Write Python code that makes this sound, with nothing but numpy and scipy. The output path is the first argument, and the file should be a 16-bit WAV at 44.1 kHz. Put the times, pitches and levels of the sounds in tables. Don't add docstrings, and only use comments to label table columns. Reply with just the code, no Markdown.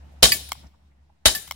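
import sys
import numpy as np
from scipy import signal
from scipy.fft import rfft, irfft
from scipy.io import wavfile
from scipy.ndimage import uniform_filter1d

SR = 44100
rng = np.random.default_rng(int(sys.argv[2]) if len(sys.argv) > 2 else 0)


def put_to_file(sound):
    columns = np.atleast_2d(sound).T
    safe = np.clip(columns, -1, 1)
    whole_steps = np.round(safe * 32767)
    wavfile.write(sys.argv[1], SR, whole_steps.astype(np.int16))


def amplitude_ratio(level_db):
    exponent = np.asarray(level_db, float) / 20
    return 10 ** exponent


N = 68355


def curve(table, at, col=1, log=False):
    rows = np.array(table, float)
    warp = np.log if log else np.asarray
    return np.interp(warp(at), warp(rows[:, 0]), rows[:, col])


def colour(x, table, scale=1):
    hz = np.maximum(np.arange(2049) * SR / 4096, 1)
    log_gain = scale * curve(table, hz, log=True) * np.log(10) / 20
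    cepstrum = irfft(log_gain)
    cepstrum[1:2048] *= 2
    cepstrum[2049:] = 0
    response = irfft(np.exp(rfft(cepstrum)))[None, :2048]
    return signal.fftconvolve(x, response, axes=1)[:, :x.shape[1]]


def unit(x):
    return x / np.sqrt(np.mean(x ** 2))


def fade(t, t60):
    return (t >= 0) * amplitude_ratio(-60 * np.maximum(t, 0) / max(t60, .001))


def band(x, hz, width):
    return signal.lfilter(*signal.iirpeak(min(hz, .45 * SR), hz / width, SR), x)


def walk(rate, channels=1, count=N):
    smoothing = int(SR / rate / 32) + 1
    points = count // 32 + 2
    draws = rng.standard_normal((channels, N // 32 + 2))
    smooth = unit(uniform_filter1d(uniform_filter1d(draws, smoothing), smoothing))
    return np.array([np.interp(np.arange(count) / 32, np.arange(points), row[:points]) for row in smooth])


def pair(count):
    mid, side = rng.standard_normal((2, count))
    side = signal.lfilter(*signal.butter(1, 1200, "high", fs=SR), side) + .15 * side
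    return (mid + side * np.array([[1], [-1]]) / 1.2) / np.sqrt(2)


def mode(t, hz, t60, rough, apart):
    start = 2 * np.pi * rng.random() + apart * rng.standard_normal() * np.array([[0], [1]])
    wander = walk(110, channels=3, count=len(t))
    size = amplitude_ratio(3.2 * rough * wander[0])
    return fade(t, t60) * size * np.sin(2 * np.pi * hz * t + start + rough * wander[1:])


def slide_bursts(t):
    # delay in seconds, extra level in dB, hold in seconds, 60 dB decay in seconds.
    bursts = [(0, 4, .007, 0.01547), (0.0109, 2.5, .002, .03), (.025, -2, .002, .03)]
    swell = 1
    for lag, db, hold, t60 in bursts:
        swell = swell + amplitude_ratio(db) * (t >= lag) * fade(np.maximum(t - lag - hold, 0), t60)
    return swell


def gas_blast(gas, t):
    # frequency in Hz, 60 dB decay in seconds.
    decays = [(150, 0.42), (600, 0.19), (2000, 0.15), (4000, .22), (8000, 0.32), (14000, 0.24)]
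    hold_s, patchy_db = 0.0043, 3.5
    blast = 0
    for hz in 110 * 2 ** np.arange(0, 7.3, .5):
        t60 = curve(decays, hz, log=True)
        envelope = (t >= 0) * fade(np.maximum(t - hold_s, 0), t60)
        patches = amplitude_ratio(patchy_db * walk(120, count=len(t)))
        blast = blast + band(gas, hz, hz / 3) * envelope * patches
    return blast


def hammer_tick(gas, t):
    lead_s, t60_s = 0.0037, 0.011
    u = t + lead_s
    return gas * fade(u, t60_s) * np.clip(u / .001, 0, 1)


def frame_ring(t):
    # frequency in Hz, level in dB against the shot, 60 dB decay in seconds.
    frame = [(600, -4.5, .08), (1119, -14, 0.18), (1524, -9.5, 0.075), (3030, -5, 0.25), (3180, -2, 0.16),
             (3780, 2.5, .16), (4000, -5.5, 0.15), (4760, -12.5, .2), (5090, -16, .13), (6740, -10, 0.14),
             (7200, -25, 0.17), (9100, -14, 0.48), (11100, -25.5, 0.65)]
    return sum(amplitude_ratio(db) * mode(t, hz, t60, rough=1.1, apart=hz / 3000) for hz, db, t60 in frame)


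def recoil_thump(t):
    # frequency in Hz, level in dB against the thump's own,
    # 60 dB decay in seconds, delay in seconds.
    thump = [(56, 0.5, 0.14, 0.0022), (75, -11.5, 0.033, 0.006)]
    sides = []
    for hz, db, t60, lag in thump:
        u = t - lag
        sides.append(amplitude_ratio(db) * fade(u, t60) * np.sin(2 * np.pi * hz * u) * np.clip(u / .006, 0, 1))
    return np.array(sides)


def muzzle_puff(t):
    hz, db = 208, -15.5
    return -amplitude_ratio(db) * fade(t, .02) * np.sin(2 * np.pi * hz * t)


def shot(t, db, tick_db, thump_db):
    # frequency in Hz, relative level in dB.
    gas_colour = [(59, -31.5), (100, -7), (224, -12), (752, -5.5), (1280, -14), (1550, -5), (2170, -10),
                  (2520, -11.5), (3860, -3.5), (6290, -10), (9210, -16), (16000, -30.5)]
    gas = unit(colour(pair(len(t)), gas_colour))
    level = amplitude_ratio(db) * slide_bursts(t)
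    blast = level * gas_blast(gas, t) + amplitude_ratio(tick_db) * hammer_tick(gas, t)
    low = amplitude_ratio(thump_db) * recoil_thump(t) + muzzle_puff(t)
    return blast, level * frame_ring(t), low


def hit(t, db, crack_db, side, longer):
    # frequency in Hz, relative level in dB.
    crack_colour = [(500, -33), (1500, -9.5), (3000, 5.5), (7000, 1), (12000, -1.5), (16000, -7.5)]
    # frequency in Hz, level in dB when struck at side 0, level in dB at side 1,
    # 60 dB decay in seconds before the hit's length factor, left minus right in dB.
    box = [(760, -26, -22, .15, 3), (1150, -14.5, -24, 0.12, 4.5), (1760, -5, -5.5, 0.12, -6),
           (1996, -3, -35, 0.063, -3.5), (2252, -0.5, -27, 0.1, -6.5), (2480, -0.5, -33, .06, 2.5),
           (2900, 1, -16, 0.034, -1), (4676, 6.5, -5, .07, -5.5), (5500, -22.5, -13, 0.062, -11.5),
           (7250, -12, -16, 0.24, 0.5), (8970, -3.5, -26, 0.048, -3), (11210, -15, -28, 0.25, 9.5),
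           (12100, -13, -15.5, .18, 2.5), (14300, -16.5, -17.5, .12, 3.5)]
    crack = unit(colour(pair(len(t)), crack_colour)) * fade(t, .13)
    crack = crack * amplitude_ratio(crack_db + 2.5 * walk(150, count=len(t)))
    ring = 0
    for hz, db_0, db_1, t60, pan in box:
        level = db_0 + side * (db_1 - db_0) + np.array([[pan], [-pan]]) / 2
        rough = min(0.6 + hz / 9000, 1.1)
        ring = ring + amplitude_ratio(level) * mode(t, hz, longer * t60, rough=rough, apart=hz / 1500)
    return crack, amplitude_ratio(db) * ring


def trigger_clicks(t):
    # start in seconds, level in dB, brightness in dB, scrape length in seconds.
    click_rows = [(0.489, -43, 9.5, .005), (0.5181, -22.5, 0.5, 0.0025), (0.529, -34.5, 6.5, .0015),
                  (1.4741, -41.5, 3, .006), (1.4872, -43, 8, 0.001), (1.5096, -26, 0.5, 0.0023),
                  (1.52, -34, 2, 0.0019)]
    # frequency in Hz, width in Hz,
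    # level in dB before a correction for the width.
    resonances = [(692, 290, -8.5), (1125, 270, 2), (2177, 170, 0.5), (3116, 200, 7.5), (4200, 500, -3),
                  (5600, 490, 7), (7500, 640, -8), (8600, 500, -14), (11700, 500, -23), (14200, 500, -14)]
    out = np.zeros((2, N))
    for start, db, bright_db, length in click_rows:
        i = int(start * SR)
        u = t[i:i + 2000] - start
        scrape = pair(len(u)) * fade(np.maximum(u - length, 0), .012) * (u >= 0)
        snap = 5.37 * amplitude_ratio(-bright_db) * fade(u - 0.46 * length, .0003)
        push = 0.99 * scrape + snap
        body = 0
        for k, (hz, width, mode_db) in enumerate(resonances):
            gain = (-1) ** k * amplitude_ratio(mode_db) * np.sqrt(1000 / width)
            body = body + gain * band(band(push, hz, width), hz, 3 * width)
        hiss = amplitude_ratio(bright_db - 8.5) * band(scrape, 6700, 21000)
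        both = body * amplitude_ratio(-bright_db) + hiss
        out[:, i:i + len(u)] += amplitude_ratio(db) * signal.lfilter(*signal.butter(3, 520, "high", fs=SR), both)
    return out


def yard(x):
    # frequency in Hz, relative level in dB.
    echo_colour = [(200, -28), (800, -15), (2000, -8.5), (3000, -7.5), (4500, -7), (6500, -3.5), (9000, -2),
                   (12000, -0.5), (15000, -2.5)]
    t60_s, treble_t60_s, level_db = .75, .5, -18
    t = np.arange(int(.7 * SR)) / SR
    noise = unit(colour(pair(len(t)), echo_colour))
    low = signal.lfilter(*signal.butter(2, 5000, fs=SR), noise)
    echo = low * fade(t, t60_s) + (noise - low) * fade(t, treble_t60_s)
    echo = echo * np.clip(t / .03, 0, 1)
    return amplitude_ratio(level_db) * signal.fftconvolve(x, echo / np.sqrt(.02 * SR), axes=1)[:, :x.shape[1]]


def low_hum(t):
    # time in seconds, rms level of the low tone in dB.
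    hum_db = [(0, -46), (.06, -45), (.11, -57), (.14, -47), (.3, -45.5), (.5, -46), (.54, -53.5),
              (.58, -52.5), (.67, -44.5), (.71, -61), (.78, -66), (.85, -54), (.97, -65), (1.02, -55.5),
              (1.2, -67), (1.37, -56), (1.41, -60.5), (1.55, -54)]
    hz, waver = 70.8, 0.03
    phase = 2 * np.pi * np.cumsum(hz * (1 + waver * walk(14)[0])) / SR
    octave = amplitude_ratio(-18.5 + 2.6 * walk(15)) * np.sin(2 * phase)
    return np.sqrt(2) * amplitude_ratio(curve(hum_db, t)) * (np.sin(phase) + octave)


def outdoor_noise(t):
    # frequency in Hz, relative level in dB per Hz.
    noise_colour = [(25, -24.5), (50, -12.5), (75, -7), (100, -17.5), (150, -15), (290, -23.5),
                    (400, -32.5), (800, -27.5), (1300, -36), (2200, -38.5), (6000, -47.5), (16000, -59)]
    # time in seconds, level in dB.
    noise_db = [(0, -54), (.2, -54), (.4, -53.5), (.6, -54), (.67, -52.5), (.7, -62.5), (.95, -64.5),
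                (1.2, -66), (1.4, -62), (1.55, -56)]
    noise = 0
    for hz in 30 * 2 ** np.arange(0, 9.2, .5):
        mid, side = band(rng.standard_normal((2, N)), hz, hz / 3)
        stereo = mid + min(hz / 420, 1) * side * np.array([[1], [-1]])
        noise = noise + amplitude_ratio(2.0 * walk(27)) * stereo
    return unit(colour(noise, noise_colour)) * amplitude_ratio(curve(noise_db, t))


def yard_blips(t):
    # middle in seconds, frequency in Hz, level in dB, length in seconds.
    blip_rows = [(0.141, 614, -62, 0.0098), (0.554, 995, -48, 0.0048), (.642, 840, -52, .012),
                 (0.649, 196, -47, 0.018), (0.671, 5500, -61, 0.012), (0.744, 980, -60.5, .02),
                 (.92, 2090, -77.5, .03), (1.101, 760, -61.5, 0.016)]
    out = 0
    for middle, hz, db, length in blip_rows:
        swell = np.exp(-2 * ((t - middle) / length * 2) ** 2)
        tone = unit(band(band(pair(N), hz, hz / 5), hz, hz / 3))
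        out = out + np.sqrt(2) * amplitude_ratio(db) * swell * tone
    return out


def scene():
    # start in seconds, level of blast and frame in dB, hammer tick in dB, thump in dB.
    shots = [(0.2281, -13.5, -15, -9), (1.256, -18.5, -20.5, -11)]
    # start in seconds, level of the ring in dB, crack in dB,
    # side of the box struck from 0 to 1, factor on the ring's length.
    hits = [(0.3197, -17.5, -20, 0.03, 0.83), (1.3496, -21, -28.5, 0.96, 1.1)]
    # frequency in Hz, left minus right in dB.
    balance = [(100, 0), (200, 0.5), (380, 0.5), (700, -3), (1300, -0.5), (2400, 0), (4400, 0.5), (6000, 3),
               (8100, 12), (11000, 16), (15000, 21.5)]
    shot_s, tail_s, tail_cut_db = .7, 0.39, -10.5
    t, low_sounds, near = np.arange(N) / SR, np.zeros((2, N)), np.zeros((2, N))
    for (shot_at, *shot_levels), (hit_at, *hit_settings) in zip(shots, hits):
        part = slice(int((shot_at - .01) * SR), int((shot_at + shot_s) * SR))
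        u = t[part]
        blast, frame, low = shot(u - shot_at, *shot_levels)
        crack, box = hit(u - hit_at, *hit_settings)
        echo = yard(blast + crack + amplitude_ratio(-13) * (frame + box))
        tail = amplitude_ratio(tail_cut_db * np.clip((u - shot_at - tail_s) / 0.05, 0, 1))
        near[:, part] += (blast + crack + frame + box + echo) * tail
        low_sounds[:, part] += low
    click = trigger_clicks(t)
    near = near + click + amplitude_ratio(-6) * yard(click)
    left = colour(near[:1], balance, scale=.5)[0]
    right = colour(near[1:], balance, scale=-.5)[0]
    return np.array([left, right]) + low_sounds + low_hum(t) + outdoor_noise(t) + yard_blips(t)


def top_cut(x):
    return signal.sosfilt(signal.butter(12, 16850, fs=SR, output="sos"), x)


def record(dry):
    ceiling, knee, offset, top_hz = .72, 5, -.0005, 15900
    flattened = dry / (1 + np.abs(dry / ceiling) ** knee) ** (1 / knee) + offset
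    mix = signal.sosfilt(signal.ellip(10, .2, 80, top_hz, fs=SR, output="sos"), flattened)
    return top_cut(mix)


dry = scene()
out = record(dry)
put_to_file(out)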